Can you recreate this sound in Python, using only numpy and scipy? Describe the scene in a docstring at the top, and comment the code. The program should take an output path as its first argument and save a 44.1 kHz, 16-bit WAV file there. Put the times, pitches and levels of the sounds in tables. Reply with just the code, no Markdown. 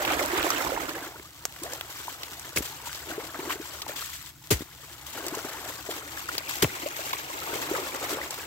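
"""Muddy irrigation water rushes over a field, then runs more quietly through a channel in an earth bank.
A hoe chops into the wet bank three times; water sloshes, gulps and spatters; a faint drone lies far away.
Water is swarms of ringing bubbles and random clicks, evened out and then ridden by level curves.
Gulps are single rising bubbles, slaps and clacks are filtered noise bursts.
Each chop is crumbly noise over a thud of falling pitch, with knocks of loose soil."""
import sys
import numpy as np
from scipy import signal
from scipy.fft import rfft, irfft
from scipy.io import wavfile
from scipy.ndimage import uniform_filter1d

SR = 44100
rng = np.random.default_rng(int(sys.argv[2]) if len(sys.argv) > 2 else 0)


def wav_out(sig):
    """Save sig, one row per channel (or a flat mono array), as 16-bit PCM at SR to the path in sys.argv[1]."""
    wavfile.write(sys.argv[1], SR, np.round(np.clip(np.atleast_2d(sig).T, -1, 1) * 32767).astype(np.int16))


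N = 373086
TIME = np.arange(N) / SR

# where the water is; positive means left louder or left first
# [t/s, left-right level/dB, lead of the left ear/ms, spread of that lead/ms]
PLACE = [(0, -3.5, -0.21, 0.3), (.85, -5, -0.23, 0.3), (1.1, 0, 0.15, 0.11), (3.2, 2, 0.13, 0.17),
         (5.6, 2.5, 0.098, .15), (7.0, 1.4, 0.34, 0.2), (8.4, 1, 0.11, 0.26)]
# rise and fall of a burst of falling or toppling water
SHOWER_ATTACK_S, SHOWER_RELEASE_S = 0.0067, 0.011


def from_db(db):
    """Decibels to gain."""
    return 10 ** (np.asarray(db) / 20)


def rms_one(x):
    """Scale to unit power."""
    return x / np.sqrt(np.mean(x ** 2) + 1e-20)


def read(rows, when):
    """Read the columns of a curve at the given times, with straight lines between its points."""
    s, *columns = np.transpose(rows)
    return [np.interp(when, s, c) for c in columns]


def colour(x, spectrum, size=4096):
    """Causal (minimum-phase) filter with the given spectrum; white noise keeps its power."""
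    hz, db = np.transpose(spectrum)
    grid = np.maximum(np.fft.rfftfreq(size, 1 / SR), 1)
    log_gain = np.log(from_db(np.interp(np.log(grid), np.log(hz), db)))
    # folding the cepstrum onto positive time makes the phase minimal
    cepstrum = irfft(log_gain)
    cepstrum[1:size // 2] *= 2
    cepstrum[size // 2 + 1:] = 0
    response = irfft(np.exp(rfft(cepstrum)))
    response = response / np.linalg.norm(response)
    return signal.oaconvolve(x, response[None], axes=1)[:, :x.shape[1]]


def even(x, seconds):
    """Hold the slow level near one and keep the fast grain."""
    width = int(seconds * SR) + 1
    power = uniform_filter1d(np.mean(x ** 2, axis=0), width)
    return x / np.sqrt(uniform_filter1d(power, width) + 1e-12)


def add(out, s, sound, lead_ms):
    """Mix in a short sound, which reaches the right ear lead_ms after the left (before it if negative)."""
    for ear, when in enumerate((s, s + lead_ms / 1000)):
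        i = max(int(when * SR), 0)
        part = (sound[ear] if sound.ndim == 2 else sound)[:max(N - i, 0)]
        out[ear, i:i + len(part)] += part


def bubble(hz, cycles, rise, onset_cycles):
    """A trapped air pocket rings down by 60 dB and goes up in pitch as it nears the surface."""
    life = np.arange(int(cycles / hz * SR) + 2) * hz / (cycles * SR)   # 0 to 1
    swell = 1 - np.exp(-life * cycles / onset_cycles)
    decay = np.exp(-np.log(1000) * life)
    turns = cycles * life * (1 + rise * life / 2)   # rise: share by which the pitch climbs
    return swell * decay * np.sin(2 * np.pi * turns)


def bubbling(vigour_db, low_hz, high_hz, cycles, rise, spread_db, count):
    """A swarm of bubbles of all sizes, each at its own place, denser where the water is livelier."""
    crowding = .35   # bubbles arrive at a rate that goes as the gain to this power
    out = np.zeros((2, N))
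    when, size, damping, depth = rng.random((4, count))
    born = np.cumsum(from_db(crowding * vigour_db))
    when = np.searchsorted(born, when * born[-1]) / SR
    strength, place = rng.standard_normal((2, count))
    _, lead, width = read(PLACE, when)
    lead_ms = lead + .7 * width * place
    hz = low_hz * (high_hz / low_hz) ** size
    sign = rng.choice([-1, 1], count)
    gain = from_db(spread_db * np.minimum(strength, 2)) * hz * sign
    for k in range(count):
        ring = bubble(hz[k], cycles * (.5 + damping[k]), rise * depth[k], 0.046)
        add(out, when[k], gain[k] * ring, lead_ms[k])
    return rms_one(out)


def crackle(spread_db, clump_db, clump_hz, scatter, count):
    """Tiny clicks at random moments, spread between the ears, with sizes that wax and wane in clumps."""
    at = rng.integers(0, N, count)
    knots = rng.standard_normal(N // 20)
    clumps = np.interp(TIME[at] * clump_hz, np.arange(len(knots)), knots)
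    size_db = spread_db * np.minimum(rng.exponential(1, count), 5) + clump_db * clumps
    clicks = from_db(size_db) * rng.choice([-1, 1], count)
    _, lead, width = read(PLACE, TIME[at])
    lead_ms = lead + width * rng.laplace(0, scatter, count)
    lag = np.round(lead_ms * SR / 1000).astype(int)
    right_at = np.clip(at + lag, 0, N - 1)
    return rms_one(np.array([np.bincount(i, clicks, N) for i in (at, right_at)]))


def swells(rows, attack_s, release_s, fade_db_per_s=0):
    """Summed power of bursts that rise, hold or fade slowly while they last, then die away."""
    power = np.zeros(N)
    for s, length, db in rows:
        start = max(int(s * SR), 0)
        t = TIME[:min(SR, N - start)]
        shape = np.minimum(t / attack_s, 1) * np.exp(-np.clip((t - length) / release_s, 0, 20))
        power[start:start + len(t)] += (shape * from_db(db - fade_db_per_s * t)) ** 2
    return power


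def drone():
    """A far, low rumble: noise shaped to a low hump, nearly alike in both ears."""
    # colour of the rumble [f/Hz, relative level/dB]
    rumble_spectrum = [(20, -34), (40, -8), (60, -9), (72, 5.5), (88, -8.5), (130, -1), (220, -16.5),
                       (320, -10), (550, -47), (2000, -27)]
    noise = rng.standard_normal((3, N))
    return from_db(-52.5) * rms_one(colour(noise[2] + 0.34 * noise[:2], rumble_spectrum))


def breeze():
    """Light gusts buffet the microphone out on the open field, then drop: sparse clicks turned to bass."""
    # colour of the buffets [f/Hz, relative level/dB]
    buffet_spectrum = [(15, -14), (35, -1), (70, 6), (160, -34), (600, -55)]
    clicks = crackle(spread_db=13, clump_db=-3, clump_hz=10.2, scatter=0.64, count=3000)
    gust_db = np.interp(TIME, [.8, .98], [-50, -85])
    return from_db(gust_db) * even(colour(clicks, buffet_spectrum), 0.2)


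def stirring():
    """Power of rush, flow, sloshes and showers summed into dB curves of gurgle, splash, spray and patter."""
    # water rushing over the field, before its fade (gurgle, splash, spray) [level/dB]
    rush_db = (-33.5, -31.5, -33.5)
    # flow in the channel, low while the bank holds and stronger once it is cut [t/s, level/dB]
    flow_curve = [(1.33, -57), (1.75, -49), (3.92, -48), (4.1, -62), (4.35, -64.5), (4.6, -56.5),
                  (4.85, -55), (5.6, -42), (5.82, -47.5), (6.25, -45), (6.7, -42.5), (7.25, -43),
                  (7.6, -38.5), (8.44, -44)]
    # rows gurgle, splash, spray [level at full flow/dB, change per dB of flow/dB]
    flow_voices = [(-47, 1.14), (-42, 0.92), (-38.5, 0.71)]
    # waves of muddy water, breaking in the rush or pushed along by the blade [t/s, length/s, level/dB]
    slosh_rows = [(.04, 0.16, -43), (1.63, 0.11, -45.5), (3.06, 0.15, -42.5), (3.33, 0.21, -42),
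                  (3.865, 0.045, -44), (5.14, 0.24, -43), (5.44, 0.22, -47), (5.89, 0.097, -44),
                  (7.46, 0.11, -39.5), (7.68, 0.12, -36.5), (7.92, 0.13, -40), (8.09, 0.093, -38)]
    # a slosh's share in gurgle, splash, spray [relative level/dB]
    slosh_mix_db = (-0.16, .5, -3)
    # mud and water thrown up by the blade rain back down [t/s, length/s, level at the start/dB]
    shower_rows = [(1.62, 0.27, -46.5), (1.9, 0.59, -42), (2.62, 0.33, -41), (2.85, .12, -40.5),
                   (3.42, .12, -43), (3.49, 0.04, -36), (3.88, .05, -41), (3.955, 0.345, -35.5),
                   (4.55, 0.073, -41), (4.86, 0.3, -57), (5.06, 0.61, -44), (5.9, 0.092, -39),
                   (6.16, 0.09, -41), (6.48, 0.12, -36.5), (6.96, 0.23, -40), (8.09, 0.049, -37)]
    # a shower's share in patter, spray [relative level/dB]
    shower_mix_db = (-8.5, 3)
    full_flow_db = -43

    rush = np.interp(TIME, [.55, 1.26], [1, 0]) ** 2   # holds, then fades out
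    flow_db = read(flow_curve, TIME)[0] - full_flow_db
    slosh = swells(slosh_rows, attack_s=0.016, release_s=0.055)
    shower = swells(shower_rows, SHOWER_ATTACK_S, SHOWER_RELEASE_S, fade_db_per_s=33)
    power = np.array([from_db(full_db + follows * flow_db) ** 2 for full_db, follows in flow_voices])
    power += np.outer(from_db(rush_db) ** 2, rush)
    power += np.outer(from_db(slosh_mix_db) ** 2, slosh)
    patter, spray = np.outer(from_db(shower_mix_db) ** 2, shower)
    power[2] += spray
    return 10 * np.log10(np.vstack([power, patter + 1e-12]))


def surging(depth_db, per_s):
    """Wavelets break one after another at random: each swells at once and dies away."""
    kicks = 1.0 * (rng.random(N) < per_s / SR)
    swell = signal.lfilter([1], [1, -np.exp(-1 / (0.025 * SR))], kicks + 1e-18)
    swell = uniform_filter1d(swell, SR // 400)
    return from_db(depth_db * np.minimum(rms_one(swell - swell.mean()), 2.5))


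def water():
    """Large bubbles gurgle, small ones splash, falling drops patter, and droplets and foam fizz on top."""
    # colours of the three voices [f/Hz, relative level/dB]
    gurgle_spectrum = [(60, -14), (140, -6), (220, -8.5), (310, 2), (430, -2), (600, -1.3), (850, -7),
                       (1600, -44.5)]
    splash_spectrum = [(280, -33), (450, -17.5), (680, -3.5), (900, 0), (1400, -1), (2100, -4.5),
                       (2900, -13.5), (4500, -22)]
    spray_spectrum = [(550, -23.5), (1200, -3), (2200, -1), (3200, 2.5), (5000, -0.5), (6500, 0), (7900, 3),
                      (10500, -4), (13200, -1), (15500, -3.5)]

    gurgle_db, splash_db, spray_db, patter_db = stirring()
    large = bubbling(gurgle_db, 244.8, 900, cycles=26.2, rise=0.99, spread_db=4.0, count=1800)
    small = bubbling(splash_db, 601.0, 3420, cycles=44.6, rise=0.5, spread_db=4.5, count=4800)
    foam = bubbling(spray_db, 2540, 15070, cycles=94, rise=0.14, spread_db=2.0, count=7000)
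    falling = bubbling(patter_db, 850, 2300, cycles=25, rise=.4, spread_db=3.5, count=1600)
    churn = crackle(spread_db=2.0, clump_db=0.5, clump_hz=70.1, scatter=.4, count=50000)
    drops = crackle(spread_db=2.5, clump_db=2.5, clump_hz=133.5, scatter=.7, count=80000)
    ticks = crackle(spread_db=3.0, clump_db=3, clump_hz=24.6, scatter=0.64, count=900)
    waves = surging(depth_db=2.0, per_s=22)

    low_churn = from_db(-4.5) * rms_one(colour(churn, gurgle_spectrum))
    gurgle = even(waves * (rms_one(colour(large, gurgle_spectrum)) + low_churn), 0.22)
    mid_churn = from_db(-2.5) * rms_one(colour(churn, splash_spectrum))
    splash = even(waves * (rms_one(colour(small, splash_spectrum)) + mid_churn), 0.12)
    fizz = drops + from_db(-5.5) * foam + from_db(-8.5) * ticks
    spray = even(waves * colour(fizz, spray_spectrum), 0.32)
    patter = even(falling, 0.14)

    leftward = from_db([[.8], [-.8]])
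    mix = from_db(gurgle_db) * gurgle + from_db(splash_db) * splash
    return mix + from_db(patter_db) * patter + from_db(spray_db) * spray * leftward


def trickle():
    """A thin stream over the broken bank beats small bubbles of nearly one size into the water."""
    # the stream starts late and stays thin [t/s, level/dB]
    stream_curve = [(5.9, -86), (6.2, -52), (6.5, -43.5), (7.5, -47), (8.4, -49)]
    stream_db = read(stream_curve, TIME)[0]
    beads = bubbling(stream_db, 1950, 2800, cycles=38, rise=0.35, spread_db=4, count=900)
    return from_db(stream_db) * even(beads, 0.073)


def breakers():
    """A toppling crest folds a sheet of small bubbles and drops into the water in a bright gush."""
    # crests toppling in the rush or ahead of the blade [t/s, length/s, level/dB]
    crest_rows = [(.07, .065, -30.5), (.345, .09, -32.5), (.5, .08, -35), (3.492, .035, -35)]
    # colour of the gush [f/Hz, relative level/dB]
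    gush_spectrum = [(700, -11), (1300, 0), (3000, -5.5), (7000, -20)]
    power = swells(crest_rows, SHOWER_ATTACK_S, SHOWER_RELEASE_S)
    vigour_db = 10 * np.log10(power + 1e-18)
    froth = bubbling(vigour_db, 900, 4000, cycles=25, rise=.4, spread_db=4, count=600)
    drops = crackle(spread_db=3, clump_db=3, clump_hz=100, scatter=.5, count=40000)
    gush = colour(even(froth, .1) + .5 * drops, gush_spectrum)
    return np.sqrt(power) * even(gush, .1)


def gulps():
    """Cavities close behind the blade and under breaking ripples: some ring and glide up, some only plop."""
    # the loudest gulps [t/s, peak level/dB, starting f/Hz, cycles until 60 dB down]
    gulp_rows = [(.079, -26.5, 287, 29), (.111, -21.5, 726, 30), (.215, -22.5, 540, 33),
                 (.333, -24, 328, 48), (0.5042, -15, 1200, 21.4), (.667, -23.5, 987, 61),
                 (.72, -26, 490, 37), (.775, -22, 830, 27), (1.1975, -38, 310, 9.3),
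                 (1.618, -33.5, 302.6, 35), (1.656, -33, 643, 56), (2.081, -23.5, 902, 21.4),
                 (2.8714, -31, 899, 37), (2.895, -31, 1410, 22.4), (3.179, -24, 380, 25),
                 (3.3451, -29, 1216, 22.7), (3.3907, -26, 311, 17), (3.4733, -31.5, 318, 35),
                 (3.5042, -21.5, 1090, 9.6), (3.555, -30.5, 340, 13), (3.599, -30, 296, 11),
                 (3.8657, -28, 824, 15), (3.894, -28.5, 527, 19), (4.0228, -26.5, 1250, 22),
                 (5.2641, -33, 306.4, 39), (5.324, -27.5, 282, 15.4), (5.342, -27.5, 972, 30),
                 (5.3714, -28, 380, 6.8), (5.448, -27.5, 317, 9.9), (5.889, -25, 372.4, 14),
                 (5.891, -28, 594, 17), (6.174, -26, 1668, 34), (6.29, -19, 1370, 26),
                 (6.8294, -32.5, 283, 30), (6.861, -21.5, 536, 25), (6.9915, -28, 580.6, 24),
                 (7.1336, -20.5, 1010, 33), (7.531, -27.5, 340, 16), (7.555, -27, 400, 10),
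                 (7.713, -19.5, 332, 15), (7.741, -24.5, 462, 18), (7.787, -28, 470, 9.8),
                 (8.1264, -26, 353, 20.5), (8.171, -29, 473, 24), (8.215, -23, 1915, 44)]
    climb_hz = 400   # climb in pitch over the life of a gulp
    out = np.zeros((2, N))
    for s, db, hz, cycles in gulp_rows:
        ring = bubble(hz, cycles, rise=climb_hz / hz, onset_cycles=0.36)
        add(out, s, from_db(db) * ring / np.abs(ring).max(), read(PLACE, s)[1])
    return out


def burst(hz, width, crack_s, tail_db, tail_s, body_db, snap_db):
    """A sharp, bright contact with a short spatter after it, stressed around one pitch; peak one."""
    t = TIME[:SR // 10]
    noise = rng.standard_normal((3, len(t)))
    crack = noise[2] * np.exp(-t / crack_s)
    spatter = (noise[:2] + noise[2]) * np.exp(-t / tail_s)
    grit = crack + from_db(tail_db) * spatter
    edge = 1 + abs(width)
    ring_band = signal.butter(1, [hz / edge, min(hz * edge, .45 * SR)], "band", fs=SR, output="sos")
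    body_band = signal.butter(2, [340, 1300], "band", fs=SR, output="sos")
    ring = signal.sosfilt(ring_band, grit)
    body = signal.sosfilt(body_band, grit)
    snap = np.diff(grit, prepend=0)   # differencing leaves the treble
    sound = rms_one(ring) + from_db(body_db) * rms_one(body) + from_db(snap_db) * rms_one(snap)
    return sound / np.abs(sound).max()


def slaps():
    """Water and lumps of mud slap on the surface: a sharp contact, then a short or long spatter."""
    # the loudest slaps of water and flung mud [t/s, peak level/dB, centre f/Hz, spatter decay/s]
    slap_rows = [(0.0501, -10, 2500, .004), (.26, -13.5, 9000, .0012), (0.428, -12, 2700, .002),
                 (.503, -12, 5500, .007), (0.8929, -18.5, 2830, .004), (1.1965, -28, 1700, 0.0026),
                 (1.563, -24, 1890, 0.0022), (1.635, -17.5, 7940, .003), (1.7345, -15.5, 6500, .003),
                 (1.8105, -13.5, 2350, 0.0021), (2.2327, -17.5, 3260, 0.0046), (2.3958, -19, 8520, .002),
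                 (2.947, -22, 4320, .009), (3.5054, -17.5, 1620, .003), (3.8186, -18, 4136, 0.0057),
                 (3.8795, -24, 5000, .004), (5.2655, -14.5, 7150, .004), (5.283, -15.5, 6960, 0.0043),
                 (5.3506, -17.5, 6500, .005), (5.912, -18, 3323, 0.0027), (6.352, -20, 1797, 0.0022),
                 (6.3806, -10.5, 4400, 0.005), (7.107, -20.5, 2340, .007), (7.131, -14, 2600, 0.0079),
                 (8.307, -16, 7190, 0.0044)]
    out = np.zeros((2, N))
    for s, db, hz, spatter_s in slap_rows:
        sound = burst(hz, width=0.39, crack_s=0.001, tail_db=2, tail_s=spatter_s, body_db=-12.0, snap_db=-3.5)
        add(out, s, from_db(db) * sound, .1)
    return out


def debris():
    """Lumps of wet soil tumble over the blade, each a dull knock, fewer and softer as they come to rest."""
    count, lasts_s, fade_db_per_s = 22, .11, 167
    t = TIME[:SR // 5]
    knocks = np.zeros(len(t))
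    for when, size, strength in rng.random((count, 3)):
        after = lasts_s * when ** 2   # the square crowds them towards the start
        cycles = np.maximum(t - after, 0) * 160 * 4.2 ** size   # 160 to 672 Hz
        knock = np.sin(2 * np.pi * cycles) * np.exp(-cycles / 0.6)
        knocks += from_db(-8 * strength - fade_db_per_s * after) * knock
    return knocks


def crunch(length_s):
    """Wet soil gives way crumb by crumb: noise of jumpy level under a quick cut and a faint tail."""
    # colour of the crunch [f/Hz, relative level/dB]
    crunch_spectrum = [(100, -16), (400, 11), (800, -1), (2200, 3.5), (4000, 0.5), (7800, 3.5), (16000, -1)]
    t = TIME[:SR // 5]
    crumbs = np.interp(t * 500, np.arange(100), rng.standard_normal(100))   # one every two milliseconds
    crumb_db = 2 * rng.standard_normal(len(t)) + 0.82 * crumbs
    grit = rng.standard_normal((3, len(t))) * from_db(crumb_db)
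    tail = from_db(-15.0) * np.exp(-t / 0.048)
    cut = (1 - np.exp(-t / 0.0019)) * (np.exp(-(t / length_s) ** 2) + tail)
    return colour((grit[:2] * 1.23 + grit[2] * 0.14) * cut, crunch_spectrum)


def thud(start_hz, length_s):
    """A blow sinks towards 62 Hz as the soil brakes it by fits and starts, which shake its pitch."""
    jerk = .17   # share by which uneven soil shakes the pitch
    t = TIME[:SR // 5]
    hz = 62 + (start_hz - 62) * np.exp(-(t / 0.01534) ** 1.44)
    hz = hz * np.exp(jerk * np.interp(t * 200, np.arange(40), rng.standard_normal(40)))
    push = (1 - np.exp(-t / 0.0036)) * np.exp(-(t / length_s) ** 2)
    return push * np.sin(2 * np.pi * np.cumsum(hz) / SR)


def clod(hz):
    """Soft earth drops back: a few cycles that sag in pitch; peak one."""
    t = TIME[:SR // 5]
    sagging = np.sin(2 * np.pi * hz * 0.0355 * np.log(1 + t / 0.038))
    plop = sagging * (1 - np.exp(-t / 0.00032)) * np.exp(-t / 0.0029)
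    return plop / np.abs(plop).max()


def hoe():
    """The blade crunches and thuds into wet soil, clods drop back, and it clacks on grit and hard clods."""
    # hoe blows [t/s, crunch level/dB, crunch length/s, thud delay/s,
    #            thud level/dB, thud start f/Hz before the shake, thud length/s]
    blow_rows = [(2.559, -25.5, 0.029, 0.00036, -31, 440, 0.043),
                 (4.5045, -20, 0.03, 0.0057, -19.5, 190, 0.043),
                 (6.6211, -17, 0.014, 0.006, -17, 438, 0.027)]
    # large clods break off and drop back in a blow [t/s, peak level/dB, nominal f/Hz]
    clod_rows = [(2.563, -27.5, 320), (2.588, -25, 370), (2.606, -23, 330), (4.51, -17, 380),
                 (4.522, -17, 330), (6.629, -19, 440), (4.607, -24.5, 310), (4.6208, -27, 350),
                 (6.634, -19.5, 392), (6.651, -22, 299), (6.644, -27, 740), (4.5134, -21.5, 540)]
    # the blade on grit and hard clods [t/s, peak level/dB, ring f/Hz, dull knock beside the ring/dB]
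    clack_rows = [(1.4533, -5.5, 7550, -6.5), (2.5731, -5, 2370, -40), (2.584, -5.5, 10900, -25),
                  (4.5117, -14.5, 1996, -12), (4.5355, -17, 1910, -7), (6.626, -8, 3020, -3),
                  (6.6426, -11, 2427, -23), (6.6453, -10, 2020, 10)]
    debris_db = -5   # relative to the thud

    out = np.zeros((2, N))
    for s, crunch_db, crunch_s, delay, thud_db, thud_hz, thud_s in blow_rows:
        add(out, s, from_db(crunch_db) * crunch(crunch_s), .12)
        impact = thud(thud_hz, thud_s) + from_db(debris_db) * debris()
        add(out, s + delay, from_db(thud_db) * impact, .1)
    for s, db, hz in clod_rows:
        add(out, s, from_db(db) * clod(hz), .1)
    for s, db, hz, knock_db in clack_rows:
        clack = burst(hz, width=0.14, crack_s=0.00035, tail_db=-20, tail_s=0.0045,
                      body_db=knock_db, snap_db=-3.5)
        add(out, s, from_db(db) * clack, .03)
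    return out


def scene():
    """Water and hoe share one place, which shifts from side to side, over the drone and the breeze."""
    far = drone() + breeze()
    near = water() + trickle() + breakers() + gulps() + slaps() + hoe()
    side_db = read(PLACE, TIME)[0]
    return far + near * from_db(np.array([side_db, -side_db]) / 2)


def record(dry):
    """The microphone has two hollows and loses the deepest bass; the top is cut steeply."""
    # hollows in the microphone's response [f/Hz, Q, depth 0-1]
    hollow_rows = [(215, 2.45, 0.28), (9350, 3.8, 0.64)]
    cutoff_hz = 15750
    for hz, q, depth in hollow_rows:
        dry = dry - min(depth, 1) * signal.lfilter(*signal.iirpeak(hz, q, fs=SR), dry)
    dry = signal.sosfilt(signal.butter(3, 38, "high", fs=SR, output="sos"), dry)
    return signal.sosfilt(signal.ellip(12, .1, 90, cutoff_hz, fs=SR, output="sos"), dry)


dry = scene()
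out = record(dry)
wav_out(out)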